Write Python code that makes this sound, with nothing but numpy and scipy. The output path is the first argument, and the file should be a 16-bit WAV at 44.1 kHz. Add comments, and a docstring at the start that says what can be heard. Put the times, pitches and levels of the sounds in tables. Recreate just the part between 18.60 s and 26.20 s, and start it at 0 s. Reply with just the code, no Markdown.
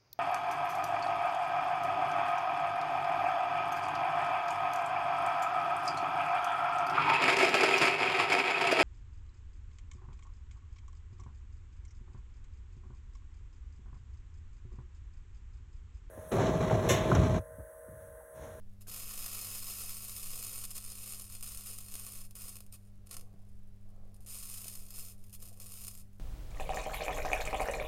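"""At a workbench, a soldering iron is dragged along the pins of a chip on a small circuit board.
Flux boils under the tip: countless tiny bubbles burst into a bright sizzle, larger ones spit,
lone ones tick. Board, hands and bench colour every burst. The tip knocks and rubs on the board.
A mains transformer hums over a low room rumble."""
import sys
import numpy as np
from scipy import signal
from scipy.fft import rfft, irfft, next_fast_len
from scipy.io import wavfile

SR = 44100
rng = np.random.default_rng(int(sys.argv[2]) if len(sys.argv) > 2 else 0)


def materialize(psi):
    """Save the field psi as 16-bit PCM at rate SR to the path in sys.argv[1].

    A 1-D psi becomes a single channel; in a 2-D psi each row is a channel.
    """
    bounded = np.clip(np.atleast_2d(psi).T, -1, 1)
    quanta = np.round(bounded * 32767).astype(np.int16)
    wavfile.write(sys.argv[1], SR, quanta)


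N = 335107
TIME_S = np.arange(N) / SR

# room rumble and hiss: freq_hz, density_db
ROOM_SPECTRUM = [(3, -61.5), (12, -56.5), (21, -77), (42, -78), (52, -72.5), (64, -82.5), (95, -80.5),
                 (118, -94.5), (175, -94.5), (260, -102), (650, -109), (900, -114), (1550, -115),
                 (3000, -119.5), (15000, -124)]
# transformer hum: mains_multiple, rms_db
HUM_HARMONICS = [(2, -59), (3, -79.5), (4, -65), (6, -99), (8, -83), (10, -102.5), (12, -85.5), (16, -93)]
# broad spectrum of one burst: freq_hz, gain_db
BUBBLE_SPECTRUM = [(60, -37), (160, -29.5), (250, -20.5), (500, -14), (900, -14), (1200, -15.5),
                   (1800, -27), (2600, -12), (4200, -12.5), (7000, -8), (10500, -7.5), (13000, -2),
                   (15600, -14.5)]
# peaks and notches of the board and the hollow between the hands: centre_hz, width_hz, gain_db
BOARD_RESONANCES = [(596, 59, -5.8), (898, 132, -13.0), (1096, 83, 7.4), (1323, 107, 8.5), (1860, 227, 9.8),
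                    (2248, 50, 5.8), (2526, 71, 6.9), (3103, 68, -10.0), (3383, 50, -11.0),
                    (3583, 50, -8.9), (4008, 96, -7.8), (4210, 63, -6.4), (4330, 140, 6.3),
                    (4657, 405, -13.0), (4998, 825, 9.8), (5498, 321, -6.9), (5936, 185, -8.3),
                    (7529, 121, -5.9), (8317, 514, -13.0), (8708, 1200, 11.4), (9353, 91, 4.8),
                    (10476, 69, -5.7), (11680, 204, -6.7), (12183, 185, -10.4), (12475, 88, -9.8),
                    (12983, 104, -9.4), (13287, 464, -11.9), (14007, 257, -5.5), (14930, 268, -8.7),
                    (15605, 105, -10.5)]
# the colour of the bursts shifts as the strokes go on; tip position weights the 9 kHz ring: time_s, low_db,
# ring_db, top_db
BURST_COLOUR = [(0.7, 1.5, -4.5, 6), (1.5, -1.9, -2, 6.5), (2.4, -0.9, -0.2, 4), (3.8, 0.5, 0.2, 7),
                (4.55, 4, -0.5, 3), (5.7, -2.5, 0, 4), (6.3, -4, -2, 6), (7.35, -4, -1, 6)]
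# reflections off things on the bench: delay_ms, gain_db
BENCH_ECHOES = [(3.945, -16), (9.7, -24)]
# brief dabs at the flux: start_s, length_s, boil_db
TIP_DABS = [(0.21, 0.013, -58), (0.275, 0.04, -50), (2.78, 0.04, -57), (4.01, 0.032, -67),
            (4.125, 0.027, -54), (4.225, 0.068, -73.5), (4.463, 0.0073, -64), (4.497, 0.087, -61),
            (4.514, 0.032, -50), (4.868, 0.02, -72.5), (5.072, 0.0097, -79), (5.538, 0.024, -69),
            (5.61, 0.057, -72), (6.58, 0.14, -69.5), (6.728, 0.026, -50.5), (6.8, 0.1, -56.5),
            (6.9, 0.14, -64), (7.53, 0.065, -75.5)]
# one long stroke along the pins: time_s, boil_db
LONG_STROKE = [(0.314, -44.5), (0.479, -45.5), (0.933, -41.5), (1.013, -45.5), (1.122, -42), (1.142, -43.5),
               (1.227, -42.0), (1.387, -46.5), (2.045, -44.0), (2.07, -54.5), (2.11, -45.5), (2.14, -57),
               (2.16, -41.5), (2.2, -52.5), (2.295, -47.5), (2.325, -50), (2.519, -45.5), (2.669, -55.5),
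               (2.749, -48.5), (2.769, -49.5)]
# four shorter strokes, a curve each: time_s, boil_db
SHORT_STROKES = [
    [(2.829, -45), (2.948, -48.5), (3.043, -52), (3.063, -44), (3.248, -56), (3.412, -48), (3.612, -51.5),
     (3.632, -61.5), (3.652, -51)],
    [(3.756, -48.5), (3.786, -51), (3.891, -49.5), (3.986, -61)],
    [(5.667, -51), (5.732, -45.5), (5.797, -48), (6.081, -48), (6.221, -53), (6.266, -59), (6.361, -47.5),
     (6.535, -56)],
    [(7.004, -50), (7.069, -54), (7.089, -59), (7.119, -51.0), (7.278, -50.5), (7.383, -58.5), (7.413, -56)],
]
# tip lands or drops between pins: start_s, level_db, contact_cutoff_hz
TIP_KNOCKS = [(0.268, -71.5, 2000), (0.282, -52, 250), (3.351, -64.5, 870), (4.739, -49.5, 149),
              (6.056, -64, 610)]
# board on its rubber mat: pitch_hz, gain_db, t60_s
BOARD_MODES = [(174, -1.5, 0.13), (307, -4, 0.07), (408, 7, 0.033), (494, -2, 0.054), (675, 10.5, 0.045),
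               (1570, 15, 0.039)]
# large bubbles: start_s, level_db
LARGE_SPITS = [(0.3438, -30.0), (0.6617, -25.0), (1.6304, -29.5), (1.8264, -28.0), (1.8674, -29.0),
               (2.0404, -28.5), (2.1124, -31.5), (2.5228, -29.0), (2.5454, -31.0), (2.5968, -31.5),
               (2.7506, -33.0), (2.809, -34.5), (2.8266, -27.5), (2.9476, -30.5), (3.1854, -30.0),
               (3.3399, -29.0), (3.3538, -27.0), (3.4656, -31.5), (3.7092, -41.0), (3.7539, -34.5),
               (3.9558, -37.5), (3.9679, -34.5), (4.0049, -36.5), (4.0644, -47.0), (4.4923, -48.0),
               (4.5109, -32.0), (4.5427, -36.0), (4.5674, -29.5), (4.5948, -41.0), (4.6105, -40.0),
               (5.6058, -50.0), (5.6624, -40.0), (5.899, -31.5), (6.0814, -27.0), (6.3054, -34.5),
               (6.6399, -46.0), (6.6959, -46.0), (6.8256, -34.0), (6.8538, -41.0), (7.0003, -34.5),
               (7.2474, -32.0), (7.2689, -32.5), (7.2815, -28.5)]
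# tip rubs over the pins: start_s, length_s, level_db
TIP_RUBS = [(1.697, 0.076, -68.5), (3.353, 0.17, -76), (3.796, 0.18, -77), (4.513, 0.11, -70.5),
            (5.3, 0.19, -71), (6.054, 0.36, -72), (6.827, 0.27, -71.5)]

CUTOFF_HZ = 15800
RING_FFT_SAMPLES = 8192
BURSTS_PER_S, REFERENCE_BOIL_DB = 7000, -45  # rate at that boil level
FLARE_DB_PER_S, QUENCH_DB_PER_S = 2998, 1150  # tip meets flux, tip leaves
SIMMER_DB, SIMMER_FADE_DB_PER_S = -30, 61  # relative to the contact
SMALL_SPITS_PER_S, SMALL_SPIT_DB, SMALL_SPIT_SPREAD_DB = 16, 10, 2.5  # relative to the boil


def from_db(db):
    """Decibels to gain."""
    return 10 ** (np.asarray(db) / 20)


def unit_rms(x):
    """Scale to rms 1."""
    return x / np.sqrt(np.mean(x ** 2) + 1e-20)


def in_time(rows):
    """Each column of a curve at every sample."""
    times_s, *columns = np.transpose(rows)
    return [np.interp(TIME_S, times_s, column) for column in columns]


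def at_hz(points, hz):
    """Spectrum in dB, interpolated over log frequency."""
    points_hz, db = np.transpose(points)
    return np.interp(np.log(np.maximum(hz, 1)), np.log(points_hz), db)


def peak(hz, centre_hz, width_hz):
    """Resonance curve of height 1."""
    return 1 / (1 + (2 * (hz - centre_hz) / width_hz) ** 2)


def noise(gain_at):
    """Gaussian noise shaped by a gain over frequency."""
    size = next_fast_len(N)
    hz = np.arange(size // 2 + 1) * SR / size
    return irfft(rfft(rng.standard_normal(size)) * gain_at(hz), size)[:N]


def drift(rate_hz):
    """Smooth random wander, rms 1."""
    return unit_rms(noise(lambda hz: hz / rate_hz / (1 + (hz / rate_hz) ** 2) ** 2))


def decay(impulses, fade_s):
    """Exponential tail on each impulse."""
    return signal.lfilter([1], [1, -np.exp(-1 / (fade_s * SR))], impulses + 1e-18)


def held_db(start_s, length_s, level_db, rise_db_per_s, fall_db_per_s):
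    """Contact level: rise, hold, fall."""
    before_s = np.maximum(start_s - TIME_S, 0)
    after_s = np.maximum(TIME_S - start_s - length_s, 0)
    return level_db - rise_db_per_s * before_s - fall_db_per_s * after_s


def band(x, centre_hz, width_hz):
    """One broad resonant band."""
    return signal.lfilter(*signal.iirpeak(centre_hz, centre_hz / width_hz, fs=SR), x)


def room(drone_hz, drone_width_hz, drone_db):
    """Rumble falling into faint hiss, plus a narrow building drone."""
    drone = from_db(drone_db) * unit_rms(noise(lambda hz: peak(hz, drone_hz, drone_width_hz)))
    return drone + np.sqrt(SR / 2) * noise(lambda hz: from_db(at_hz(ROOM_SPECTRUM, hz)))


def hum(mains_hz, waver_db):
    """Transformer: mains harmonics, each wavering slightly."""
    out = np.zeros(N)
    for multiple, rms_db in HUM_HARMONICS:
        amplitude = np.sqrt(2) * from_db(rms_db - waver_db * drift(rate_hz=7.3))
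        out += amplitude * np.sin(2 * np.pi * (multiple * mains_hz * TIME_S + rng.random()))
    return out


def ticks(per_s, level_db, spread_db):
    """Lone faint bubbles in flux left on the hot pins."""
    born = rng.random(N) < per_s / SR
    return born * from_db(level_db + spread_db * rng.standard_normal(N))


def disperse(spectrum, hz, spread_ms, round_trip_ms, feedback):
    """Bending waves run to and fro in the board; lows arrive later."""
    phase_per_ms = -2j * np.pi * hz / 1000
    lag = np.exp(phase_per_ms * spread_ms * (1 - hz / (2 * CUTOFF_HZ)))
    trip = np.exp(phase_per_ms * round_trip_ms)
    return spectrum * lag * (feedback + trip) / (1 + feedback * trip)


def board_ring():
    """Board response to one burst, peak 1."""
    half = RING_FFT_SAMPLES // 2
    hz = np.arange(half + 1) * SR / RING_FFT_SAMPLES
    db = at_hz(BUBBLE_SPECTRUM, hz)
    for centre_hz, width_hz, gain_db in BOARD_RESONANCES:
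        db += gain_db * peak(hz, centre_hz, width_hz)
    # minimum phase: sharp front, ringing after
    cepstrum = irfft(np.log(from_db(db)))
    cepstrum[1:half] *= 2
    cepstrum[half + 1:] = 0
    spectrum = disperse(np.exp(rfft(cepstrum)), hz, spread_ms=0.8, round_trip_ms=0.72, feedback=0.8)
    ring = irfft(spectrum)[:half]
    return ring / np.abs(ring).max()


def bench(x, scatter_db, scatter_t60_s, room_db, room_t60_s):
    """Near reflections, quick scatter off clutter, faint room tail."""
    t = TIME_S[:SR // 3]
    response = np.zeros(len(t))
    response[0] = 1
    for delay_ms, gain_db in BENCH_ECHOES:
        response[round(delay_ms * SR / 1000)] += from_db(gain_db)
    for gain_db, t60_s in (scatter_db, scatter_t60_s), (room_db, room_t60_s):
        tail = rng.standard_normal(len(t)) * from_db(-60 * t / t60_s) * (t > 0.003)
        response += from_db(gain_db) * tail / np.linalg.norm(tail)
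    return signal.fftconvolve(x, response / np.linalg.norm(response))[:N]


def boil(stroke_gain_db):
    """Boil level in dB: each contact flares, holds, then leaves a simmer."""
    strokes = [(rows[0][0], rows[-1][0] - rows[0][0], in_time(rows)[0] + stroke_gain_db)
               for rows in [LONG_STROKE, *SHORT_STROKES]]
    boil_db = np.full(N, -120.0)
    for start_s, length_s, level_db in strokes + list(TIP_DABS):
        contact_db = held_db(start_s, length_s, level_db, FLARE_DB_PER_S, QUENCH_DB_PER_S)
        simmer_db = held_db(start_s, length_s, level_db + SIMMER_DB, FLARE_DB_PER_S, SIMMER_FADE_DB_PER_S)
        boil_db = np.maximum(boil_db, np.maximum(contact_db, simmer_db))
    return boil_db


def swarms(per_s, fade_s, depth):
    """Sizzle gain: a collapse sets off a dying swarm of smaller ones."""
    starts = (rng.random(N) < per_s / SR) * rng.random(N)
    return 1 + depth * decay(starts, fade_s)


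def sizzle(boil_db, spread_db, cap_sigma, surge_db, surge_hz, rate_exponent):
    """Tiny bubbles click in sputters; a harder boil makes more."""
    per_s = BURSTS_PER_S * from_db(rate_exponent * (boil_db - REFERENCE_BOIL_DB))
    chance = np.clip(per_s / SR, 0, 1)
    born = rng.random(N) < chance
    sizes = unit_rms(from_db(spread_db * np.minimum(rng.standard_normal(N), cap_sigma)))
    swarm = swarms(per_s=180, fade_s=0.00066, depth=1.1)
    sputter = unit_rms(swarm * from_db(-surge_db * drift(surge_hz)))
    signs = rng.choice([-1, 1], N)
    return born * signs * sizes / np.sqrt(chance) * sputter * from_db(boil_db)


def vapour(boil_db, share_db):
    """Escaping vapour: smooth hiss between bursts."""
    return from_db(boil_db + share_db) * rng.standard_normal(N)


def flux():
    """Sizzle, vapour, spits and ticks ring through the same board."""
    boil_db = boil(stroke_gain_db=-0.46)
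    ring = board_ring()
    boiling = sizzle(boil_db, spread_db=7.0, cap_sigma=3.17, surge_db=0.7, surge_hz=160,
                     rate_exponent=0.75)
    boiling += vapour(boil_db, share_db=-14)
    drive = boiling / np.linalg.norm(ring)
    drive += spits(boil_db, large_gain_db=-1.3, spray_db=-25.5, spray_fade_s=0.0018)
    drive += ticks(per_s=29, level_db=-65.5, spread_db=0.5)
    sound = signal.fftconvolve(drive, ring)[:N]
    low_db, ring_db, top_db = in_time(BURST_COLOUR)
    low_pass = signal.butter(1, 2680, fs=SR, output="sos")
    sound += (from_db(low_db) - 1) * signal.sosfilt(low_pass, sound)
    sound += (from_db(ring_db) - 1) * band(sound, centre_hz=9100, width_hz=1900)
    sound += (from_db(top_db) - 1) * band(sound, centre_hz=14100, width_hz=1730)
    return bench(sound, scatter_db=-14.0, scatter_t60_s=0.04, room_db=-11.5, room_t60_s=0.25)


def knocks():
    """The board gives on its mat; soft contact wakes only the lowest modes."""
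    out = np.zeros(N)
    for start_s, level_db, contact_cutoff_hz in TIP_KNOCKS:
        start = int(start_s * SR)
        t = TIME_S[:min(SR // 4, N - start)]
        for pitch_hz, gain_db, t60_s in BOARD_MODES:
            strength = from_db(level_db + gain_db) / np.hypot(1, (pitch_hz / contact_cutoff_hz) ** 2)
            mode = from_db(-60 * t / t60_s) * np.sin(2 * np.pi * pitch_hz * t)
            out[start:start + len(t)] += strength * mode
    return out


def spits(boil_db, large_gain_db, spray_db, spray_fade_s):
    """Larger bubbles: a click and a fine spray each. Small spits are random and scale with the boil."""
    born = rng.random(N) < SMALL_SPITS_PER_S / SR
    clicks = born * from_db(boil_db + SMALL_SPIT_DB + SMALL_SPIT_SPREAD_DB * rng.standard_normal(N))
    for start_s, level_db in LARGE_SPITS:
        clicks[int(start_s * SR)] += from_db(level_db + large_gain_db)
    spray = from_db(spray_db) * decay(clicks, spray_fade_s) * rng.standard_normal(N)
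    return clicks + spray


def rubbing(band_hz, grain_db, grain_hz):
    """Uneven tip friction stirs only the low board resonances."""
    level_db = np.max([held_db(*rub, rise_db_per_s=176, fall_db_per_s=38) for rub in TIP_RUBS], axis=0)
    friction = rng.standard_normal(N) * from_db(grain_db * drift(grain_hz))
    ringing = signal.fftconvolve(friction, board_ring())[:N]
    band_pass = signal.butter(3, band_hz, "band", fs=SR, output="sos")
    return from_db(level_db) * unit_rms(signal.sosfilt(band_pass, ringing))


def scene():
    """Tip and boiling flux over hum and room, mono."""
    mix = knocks() + rubbing(band_hz=(232, 793), grain_db=3.0, grain_hz=60) + flux()
    mix += hum(mains_hz=49.97, waver_db=0.57)
    mix += room(drone_hz=30.0, drone_width_hz=1.2, drone_db=-63)
    return mix[None]


def record(dry):
    """Steep low-pass."""
    return signal.sosfilt(signal.ellip(12, 0.1, 80, CUTOFF_HZ, fs=SR, output="sos"), dry)


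dry = scene()
out = record(dry)
materialize(out)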